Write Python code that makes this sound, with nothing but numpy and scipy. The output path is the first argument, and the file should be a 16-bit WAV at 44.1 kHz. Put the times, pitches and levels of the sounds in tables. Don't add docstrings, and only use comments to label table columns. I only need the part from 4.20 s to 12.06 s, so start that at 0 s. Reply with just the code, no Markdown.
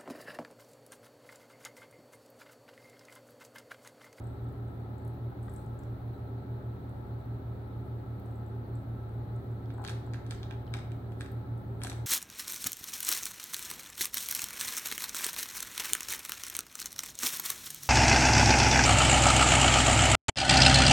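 import sys
import numpy as np
from scipy import signal
from scipy.fft import rfft, irfft, next_fast_len
from scipy.io import wavfile
from scipy.ndimage import uniform_filter1d

SR = 44100
rng = np.random.default_rng(int(sys.argv[2]) if len(sys.argv) > 2 else 0)


def unload_audio(sound):
    columns = np.transpose(np.atleast_2d(sound))
    steps = np.round(np.clip(columns, -1, 1) * 32767)
    wavfile.write(sys.argv[1], SR, steps.astype(np.int16))


def field_ratio(decibels):
    return 10 ** (np.asarray(decibels, dtype=float) / 20)


N = 346625


def unit(x):
    return x / np.sqrt(np.mean(x ** 2) + 1e-20)


def along(points, hz):
    f, value = np.transpose(points)
    return np.interp(np.log(hz + 1), np.log(f + 1), value)


def curves(rows):
    s, *columns = np.transpose(rows)
    return [np.interp(np.arange(N) / SR, s, column) for column in columns]


def filtered(x, response):
    size = next_fast_len(N + SR // 2)
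    return irfft(rfft(x, size) * response(np.fft.rfftfreq(size, 1 / SR)), size)[..., :N]


def resonance(hz, width_hz):
    return lambda f: 1j * f * width_hz / (hz * hz - f * f + 1j * f * width_hz)


def rung(burst, hz, width_hz):
    hz_kept = min(hz, 16000)
    b, a = signal.iirpeak(hz_kept, hz_kept / width_hz, SR)
    ring = signal.lfilter(b, a, signal.lfilter(b, a, burst))
    return ring / abs(ring).max()


def grains(per_second, spread_db):
    hits = rng.random(N) < per_second / SR
    sizes = field_ratio(spread_db * rng.exponential(size=N))
    return unit(hits * rng.standard_normal(N) * sizes)


def strokes(rows):
    attack_s, t60 = 0.011, .09
    t = np.arange(N) / SR
    level = np.zeros(N)
    for s, held, db in rows:
        attack = np.clip((t - s) / attack_s, 0, 1)
        level += attack * field_ratio(db - 60 * np.clip(t - s - held, 0, 3) / t60)
    return level


def patchy(depth_db):
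    z = signal.stft(rng.standard_normal((2, N + 2048)), nperseg=1024)[2]
    field = uniform_filter1d(rng.standard_normal(z.shape), size=16, axis=1)
    field = uniform_filter1d(field, size=3, axis=2)
    return signal.istft(z * field_ratio(depth_db * unit(field)), nperseg=1024)[1][:, :N]


# f/Hz, left level/dB, right
# level/dB
CAPSULE_HISS = [(1020, -11, -11.5), (3100, -13.5, -16), (3990, 8, -12), (4560, 3, -12), (5300, -34, -18),
                (7040, -18, -9.5), (7800, -3.5, -15.5), (9250, -11.5, -8.5), (11200, -0.5, -9),
                (13500, -2.5, -1), (15500, 3.5, 2)]


def capsule_hiss():
    hz, *sides = np.transpose(CAPSULE_HISS)
    colour = lambda f: field_ratio([along(np.transpose([hz, side]), f) for side in sides])
    return field_ratio(-69) * filtered(patchy(depth_db=2.5), colour)


# f/Hz, density level/dB
AIR_COLOUR = [(20, -17), (30, -6), (50, -3.5), (100, 0.5), (250, -0.5), (450, -6), (800, -10.5),
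              (1100, -17), (1600, -20), (2200, -28), (3200, -39), (5000, -48), (9000, -57.5), (16000, -67)]
# f/Hz, width/Hz, level/dB
BOOMS = [(120.3, 19.7, 6), (144.3, 6.5, -3), (276, 19, 1.5), (392.3, 19.2, 7.5), (840, 20, -7.5),
         (1314, 47, 8.5)]
# f/Hz, correlation/1
AIR_LIKENESS = [(60, 0.85), (180, 1), (550, 0.65), (1650, -0.26), (4970, 0.15), (15000, -0.52)]


def fridge_air():
    def mid_side_response(f):
        boom = 1 + sum(field_ratio(db) * abs(resonance(hz, width)(f)) ** 2 for hz, width, db in BOOMS)
        angle = np.arccos(np.clip(along(AIR_LIKENESS, f), -1, 1)) / 2
        return field_ratio(along(AIR_COLOUR, f)) * boom * [np.cos(angle), np.sin(angle)]
    mid, side = filtered(rng.standard_normal((2, N)), mid_side_response)
    return field_ratio(-46.0) * unit(np.array([mid + side, mid - side]))


# t/s, f/Hz, level/dB
FAN_TONE = [(0, 114.31, -42.9), (.79, 113.5, -41.5), (1.57, 113.87, -41.7), (2.36, 113.65, -43.5),
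            (3.14, 113.64, -42), (3.93, 113.64, -41.7), (4.72, 113.51, -39), (5.5, 113.48, -40.4),
            (6.29, 113.54, -41.3), (7.07, 113.65, -40.7), (7.86, 114.04, -40.8)]
# f/Hz, level/dB, left-right level/dB, moment in step with the fan t/s
BEATING_TONES = [(118.55, -46.9, -.7, .2388), (119.99, -46.8, -1, .0903), (78.36, -49.5, -.6, .0107),
                 (58.64, -55.6, -1.3, .2478), (59.27, -62.6, 4.9, .05)]
# f/Hz, level/dB, left-right level/dB, left lead/rad
WEAK_ORDERS = [(49, -67.5, 10, 5.1), (139.5, -68.5, -5.5, 4.2), (196.9, -57, -6, 0.58),
               (231.9, -64.5, -10, -0.4), (244.3, -75, 5.5, -1.3), (269, -58.5, -1.5, -0.1),
               (290.5, -70, 3.5, -1), (301.4, -78.5, -7, 1.5), (297.2, -62.5, 3, 1.5),
               (322, -77.5, -12.5, -4.3), (345, -60.5, -0.5, 0.2), (362, -66, 6, -0.1),
               (360, -75.5, -3, -0.055), (393.2, -64.5, 3.5, 0.0), (471, -75.5, 9.5, -2.5),
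               (470, -74.5, -8.5, 3.3), (475, -70.5, 0.5, 3), (599.4, -70, 2.5, 0.7), (710, -71, 11, -2),
               (782.5, -71.5, 1.5, 0.4), (849, -80, 16.5, -1.6), (847, -74.5, 18, 0.3),
               (848.4, -70, 12, 2.5), (868, -75.5, 6.5, -2.5), (900, -91.5, 5, -8)]


def fridge_tones():
    t = np.arange(N) / SR
    half = np.array([[.5], [-.5]])
    fan_hz, fan_db = curves(FAN_TONE)
    fan_phase = 2 * np.pi * np.cumsum(fan_hz) / SR
    hum = field_ratio(fan_db) * np.cos(fan_phase) * field_ratio(-half)
    for hz, db, pan, s in BEATING_TONES:
        hum += field_ratio(db + pan * half) * np.cos(2 * np.pi * hz * (t - s) + fan_phase[round(s * SR)])
    for hz, db, pan, lead in WEAK_ORDERS:
        hum += field_ratio(db + pan * half) * np.cos(2 * np.pi * (hz * t + rng.random()) + lead * half)
    return np.sqrt(2) * hum


# f/Hz, t60/s
ROOM_T60 = [(500, 1), (3000, 0.52), (10000, 0.37)]


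def kitchen(x, wet_db):
    hz, t, z = signal.stft(rng.standard_normal((2, SR // 2)), SR, nperseg=256)
    decay = field_ratio(-60 * t / along(ROOM_T60, hz)[:, None])
    tail = signal.istft(z * decay, SR, nperseg=256)[1]
    tail *= field_ratio(wet_db) / np.linalg.norm(tail[0])
    tail[:, :40] = 0
    for side in tail:
        side[rng.integers(20, 200, size=9)] += 0.12 * rng.standard_normal(size=9)
    return signal.fftconvolve(np.atleast_2d(x), tail, axes=1)[:, :N]


# t/s, peak level/dB, f/Hz, t60/s
BOWL_KNOCKS = [(1.12, -42, 840, 0.025), (1.281, -46, 1210, 0.047), (4.052, -50, 740, 0.023),
               (5.582, -37, 930, 0.02), (5.596, -35.5, 830, 0.023), (5.614, -41, 860, 0.035),
               (5.634, -40, 810, 0.031), (5.654, -41, 840, 0.018), (5.874, -42, 821, 0.016),
               (6.552, -34, 775, 0.016), (7.636, -39, 1020, 0.018), (7.648, -35, 730, 0.029),
               (7.728, -42, 820, 0.022)]
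# start t/s, length/s, level/dB
FUR_BRUSHES = [
    (.05, 0.019, -74),
    (1.26, .1, -80),
    (1.4, .08, -79),
]


def bowls():
    knocks, t = np.zeros(N + SR), np.arange(SR // 8) / SR
    for s, db, hz, t60 in BOWL_KNOCKS:
        modes = np.sin(2 * np.pi * hz * t)
        modes += .5 * np.sin(2 * np.pi * hz * rng.uniform(1.16, 1.3) * t)
        modes += 0.32 * np.sin(2 * np.pi * hz * rng.uniform(1.46, 1.79) * t)
        soft_onset = 1 - np.exp(-t / 0.00053)
        knocks[round(s * SR):][:len(t)] += field_ratio(db - 3 - 60 * t / t60) * soft_onset * modes
    fur = unit(filtered(grains(3000, spread_db=4.5), lambda f: resonance(3900, 2500)(f) ** 2))
    return knocks[:N] * field_ratio([[1.5], [-1.5]]) + field_ratio([[-9], [-2]]) * strokes(FUR_BRUSHES) * fur


# t/s, peak level/dB, left-right level/dB
TONGUE_LAPS = [(0.041, -64, 7), (0.07, -59, 2), (0.2444, -67, 6), (0.4813, -66, 5), (0.7821, -62.5, 9),
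               (1.229, -61.5, 12), (1.296, -61, 10), (1.3622, -53.5, 10), (1.5905, -56, 6), (4.06, -60, 1),
               (4.1564, -66, 2), (4.554, -58.5, 6), (4.8924, -69, 5), (5.162, -64, 5), (5.54, -61, 4),
               (5.5792, -64, 4), (5.619, -60, 7), (5.8641, -65, 9)]
# t/s, peak level/dB, centre f/Hz,
# left-right level/dB
LIP_SMACKS = [(0.2887, -64, 9000, 6), (0.3257, -61, 13000, 3.5), (0.5994, -69, 8000, 5),
              (0.85, -55, 10500, 4), (0.8784, -48, 15700, 2), (0.9394, -61, 14400, 3),
              (1.1024, -60, 14500, 8), (1.338, -55, 11400, 20), (1.4631, -60, 9500, 5),
              (1.5439, -60, 14700, 7), (1.6352, -59, 6300, 3), (1.281, -63, 3540, 1),
              (2.3014, -65, 15000, 4), (2.6943, -58.5, 11600, 0), (3.056, -62.5, 14800, -2),
              (3.6614, -67, 15000, 5), (3.9986, -49.5, 15700, 2), (4.1124, -65, 8200, 6),
              (4.2637, -61.5, 8500, 0), (4.94, -61, 13200, 7), (5.3154, -71, 7900, 7),
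              (7.1175, -47, 15000, 3), (7.7962, -64, 6000, 1), (5.458, -62, 3500, 0),
              (6.467, -64, 4220, -3), (6.477, -58, 3000, 0), (7.3776, -58, 10500, 0)]
# start t/s, length/s, level/dB
WET_LICKS = [
    (1.225, .04, -70),
    (1.285, 0.064, -67.5),
    (1.36, 0.083, -80),
]


def tongues():
    lap_hz, lap_q, smack_q = 7950, 3.4, 2.4
    out, t = np.zeros((2, N + SR)), np.arange(300) / SR
    ticks = [(s, db, lap_hz, pan, lap_q) for s, db, pan in TONGUE_LAPS]
    ticks += [(*row, smack_q) for row in LIP_SMACKS]
    for s, db, hz, pan, q in ticks:
        burst = field_ratio(-60 * t / 0.0061) * rng.standard_normal(len(t))
        snap = rung(burst, hz, hz / q)
        sides_db = db - 1.0 + 1.7 * pan * np.array([[.3], [-.7]])
        out[:, round(s * SR):][:, :len(t)] += field_ratio(sides_db) * snap
    fizz = unit(filtered(grains(5000, spread_db=4.0), lambda f: resonance(9500, 6000)(f) ** 2))
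    return out[:, :N] + field_ratio([[-4], [-9]]) * strokes(WET_LICKS) * fizz


def snap_shape(points, size=512):
    cepstrum = irfft(np.log(field_ratio(along(points, np.fft.rfftfreq(size, 1 / SR)))))
    cepstrum[1:size // 2] *= 2
    cepstrum[size // 2 + 1:] = 0
    return irfft(np.exp(rfft(cepstrum)))


CRACK_HZ = [400, 1100, 1700, 2400, 3700, 8200, 12000, 15500]


def kibble_snap(jaw_db, splinter_db):
    t = np.arange(300) / SR
    shared, left, right = rng.standard_normal((3, len(t)))
    burst = .22 * field_ratio(-60 * t / 0.0072) * (shared + .8 * np.array([left, right]))
    burst[:, 0] = -1
    levels_db = [jaw_db - 9, jaw_db - 1.0, jaw_db + 1.0, 0.76 * jaw_db, -1.5,
                 splinter_db + 0.5, splinter_db - 5.5, splinter_db - 21.5]
    colour = snap_shape(list(zip(CRACK_HZ, levels_db)))
    crack = signal.fftconvolve(burst, colour[None], axes=1)
    strength = np.sqrt(np.mean(abs(signal.hilbert(crack)) ** 2, axis=0))
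    return crack / strength.max(), strength.argmax()


def broken_pieces(cracks):
    first_gap_s, gap_growth, first_db, loss_db = .005, 2.6, -11.5, 3
    pieces = []
    for s, db, jaw_db, splinter_db in cracks:
        for k, (late, size) in enumerate(rng.uniform(-0.72, 1, (3, 2))):
            piece_s = s + first_gap_s * gap_growth ** (k + .4 * late)
            piece_db = db + first_db - loss_db * k + 3 * size
            pieces.append((piece_s, piece_db, jaw_db, splinter_db))
    return pieces


def grinding(starts, levels_db, t60):
    creak_db, creak_t60 = -3.5, 0.083
    power = np.bincount(np.round(starts * SR).astype(int), field_ratio(levels_db) ** 2, N)
    fading = lambda x, seconds: signal.lfilter([1], [1, -field_ratio(-120 / (seconds * SR))], x)
    creak = fading(power[::-1], creak_t60)[::-1]
    return np.sqrt(fading(power, t60) + field_ratio(creak_db) ** 2 * creak)


# f/Hz, level/dB
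COARSE_COLOUR = [(400, -31), (900, 3), (1600, 14.5), (2400, -3.5), (4200, -2), (6000, -11), (9000, -38)]
# f/Hz, level/dB
FINE_COLOUR = [(3000, -33), (5500, -29), (8000, 6), (11000, 11), (14000, -18), (16000, -30)]


def crumbs(cracks):
    def grit(colour):
        shared = grains(900, spread_db=2)
        own = np.array([grains(900, spread_db=2), grains(900, spread_db=2)])
        return unit(filtered(shared + .7 * own, lambda f: field_ratio(along(colour, f))))
    s, db, jaw_db, splinter_db = np.transpose(cracks)
    coarse = grinding(s, db - 28.5, t60=0.15) * grit(COARSE_COLOUR)
    fine = grinding(s, db - 34.5 + 0.9 * splinter_db, t60=0.11) * grit(FINE_COLOUR)
    return coarse + fine


# t/s, peak level/dB, jaw knock over shell/dB, splinters over shell/dB
KIBBLE_CRACKS = [(5.504, -40, 9.5, -21.5), (5.641, -39.5, -2, -4), (5.6495, -28, 8, -11),
                 (5.6655, -34, 8, -20.5), (5.677, -31, -1, -5), (5.685, -29.5, 12, -12),
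                 (5.6949, -29.5, 6.5, -3), (5.7055, -35, 9, 1), (5.9364, -35.5, 5.5, -11),
                 (5.9444, -32, 17, -12), (6.065, -43, 7, -3), (6.1093, -28, 6, -5.5),
                 (6.1224, -36.5, 18, -4), (6.2313, -35.5, 5, -17), (6.31, -32.5, 12, -17),
                 (6.5393, -26, 15.5, -13), (6.55, -45, -1, -9), (6.569, -39, 10.5, -5),
                 (6.591, -39, 14, -9), (6.7186, -42, 9, -11), (6.921, -45.5, 9, -5), (7.009, -27.5, 17, -2),
                 (7.0611, -40.5, 17, -4), (7.6179, -32, 12.5, -10.5), (7.6359, -25, 5, 7),
                 (7.648, -28.5, 4, -6), (7.6705, -28.5, 16, 5), (7.6983, -28, -1, 3),
                 (7.7177, -35, 13.5, -16), (7.7321, -49, 11, -4)]


def dog():
    out = np.zeros((2, N + SR))
    for s, db, jaw_db, splinter_db in KIBBLE_CRACKS + broken_pieces(KIBBLE_CRACKS):
        crack, peak_at = kibble_snap(jaw_db, splinter_db)
        out[:, round(s * SR) - peak_at:][:, :crack.shape[1]] += field_ratio(db - 2.5) * crack
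    out[:, :N] += crumbs(KIBBLE_CRACKS)
    return np.array([out[0, :N], np.roll(out[1], 5)[:N]])


def scene():
    bites, near = dog(), tongues() + bowls()
    animals = bites + kitchen(bites, wet_db=-5.0) + near + kitchen(near, wet_db=-2.5)
    return animals + fridge_tones() + fridge_air()


# f/Hz, level/dB
LEFT_COLOUR = [(60, 0.5), (300, -0.5), (700, 1), (1500, 2), (2700, 0.5), (3900, 12.5), (4700, -5),
               (5800, 1.5), (7200, 1), (8000, 10.5), (9200, 4.5), (11000, 5), (16000, 0)]
# f/Hz, level/dB
RIGHT_COLOUR = [(60, .5), (300, -1), (700, 1), (1500, 0.5), (2700, 1.5), (3900, 11.5), (4700, 8),
                (5500, 7.5), (7000, 7.5), (9000, -11.5), (11000, -2.5), (16000, -10)]


def phone_ports(x):
    return filtered(x, lambda f: field_ratio([along(LEFT_COLOUR, f), along(RIGHT_COLOUR, f)]))


def low_pass(x):
    return signal.sosfilt(signal.butter(12, 16970, fs=SR, output="sos"), x)


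def record(dry):
    dry = dry * np.clip(np.arange(N)[::-1] / 150, 0, 1)
    top_hz = 15830
    mix = filtered(phone_ports(dry) + capsule_hiss(), lambda f: f < top_hz)
    return low_pass(mix)


dry = scene()
out = record(dry)
unload_audio(out)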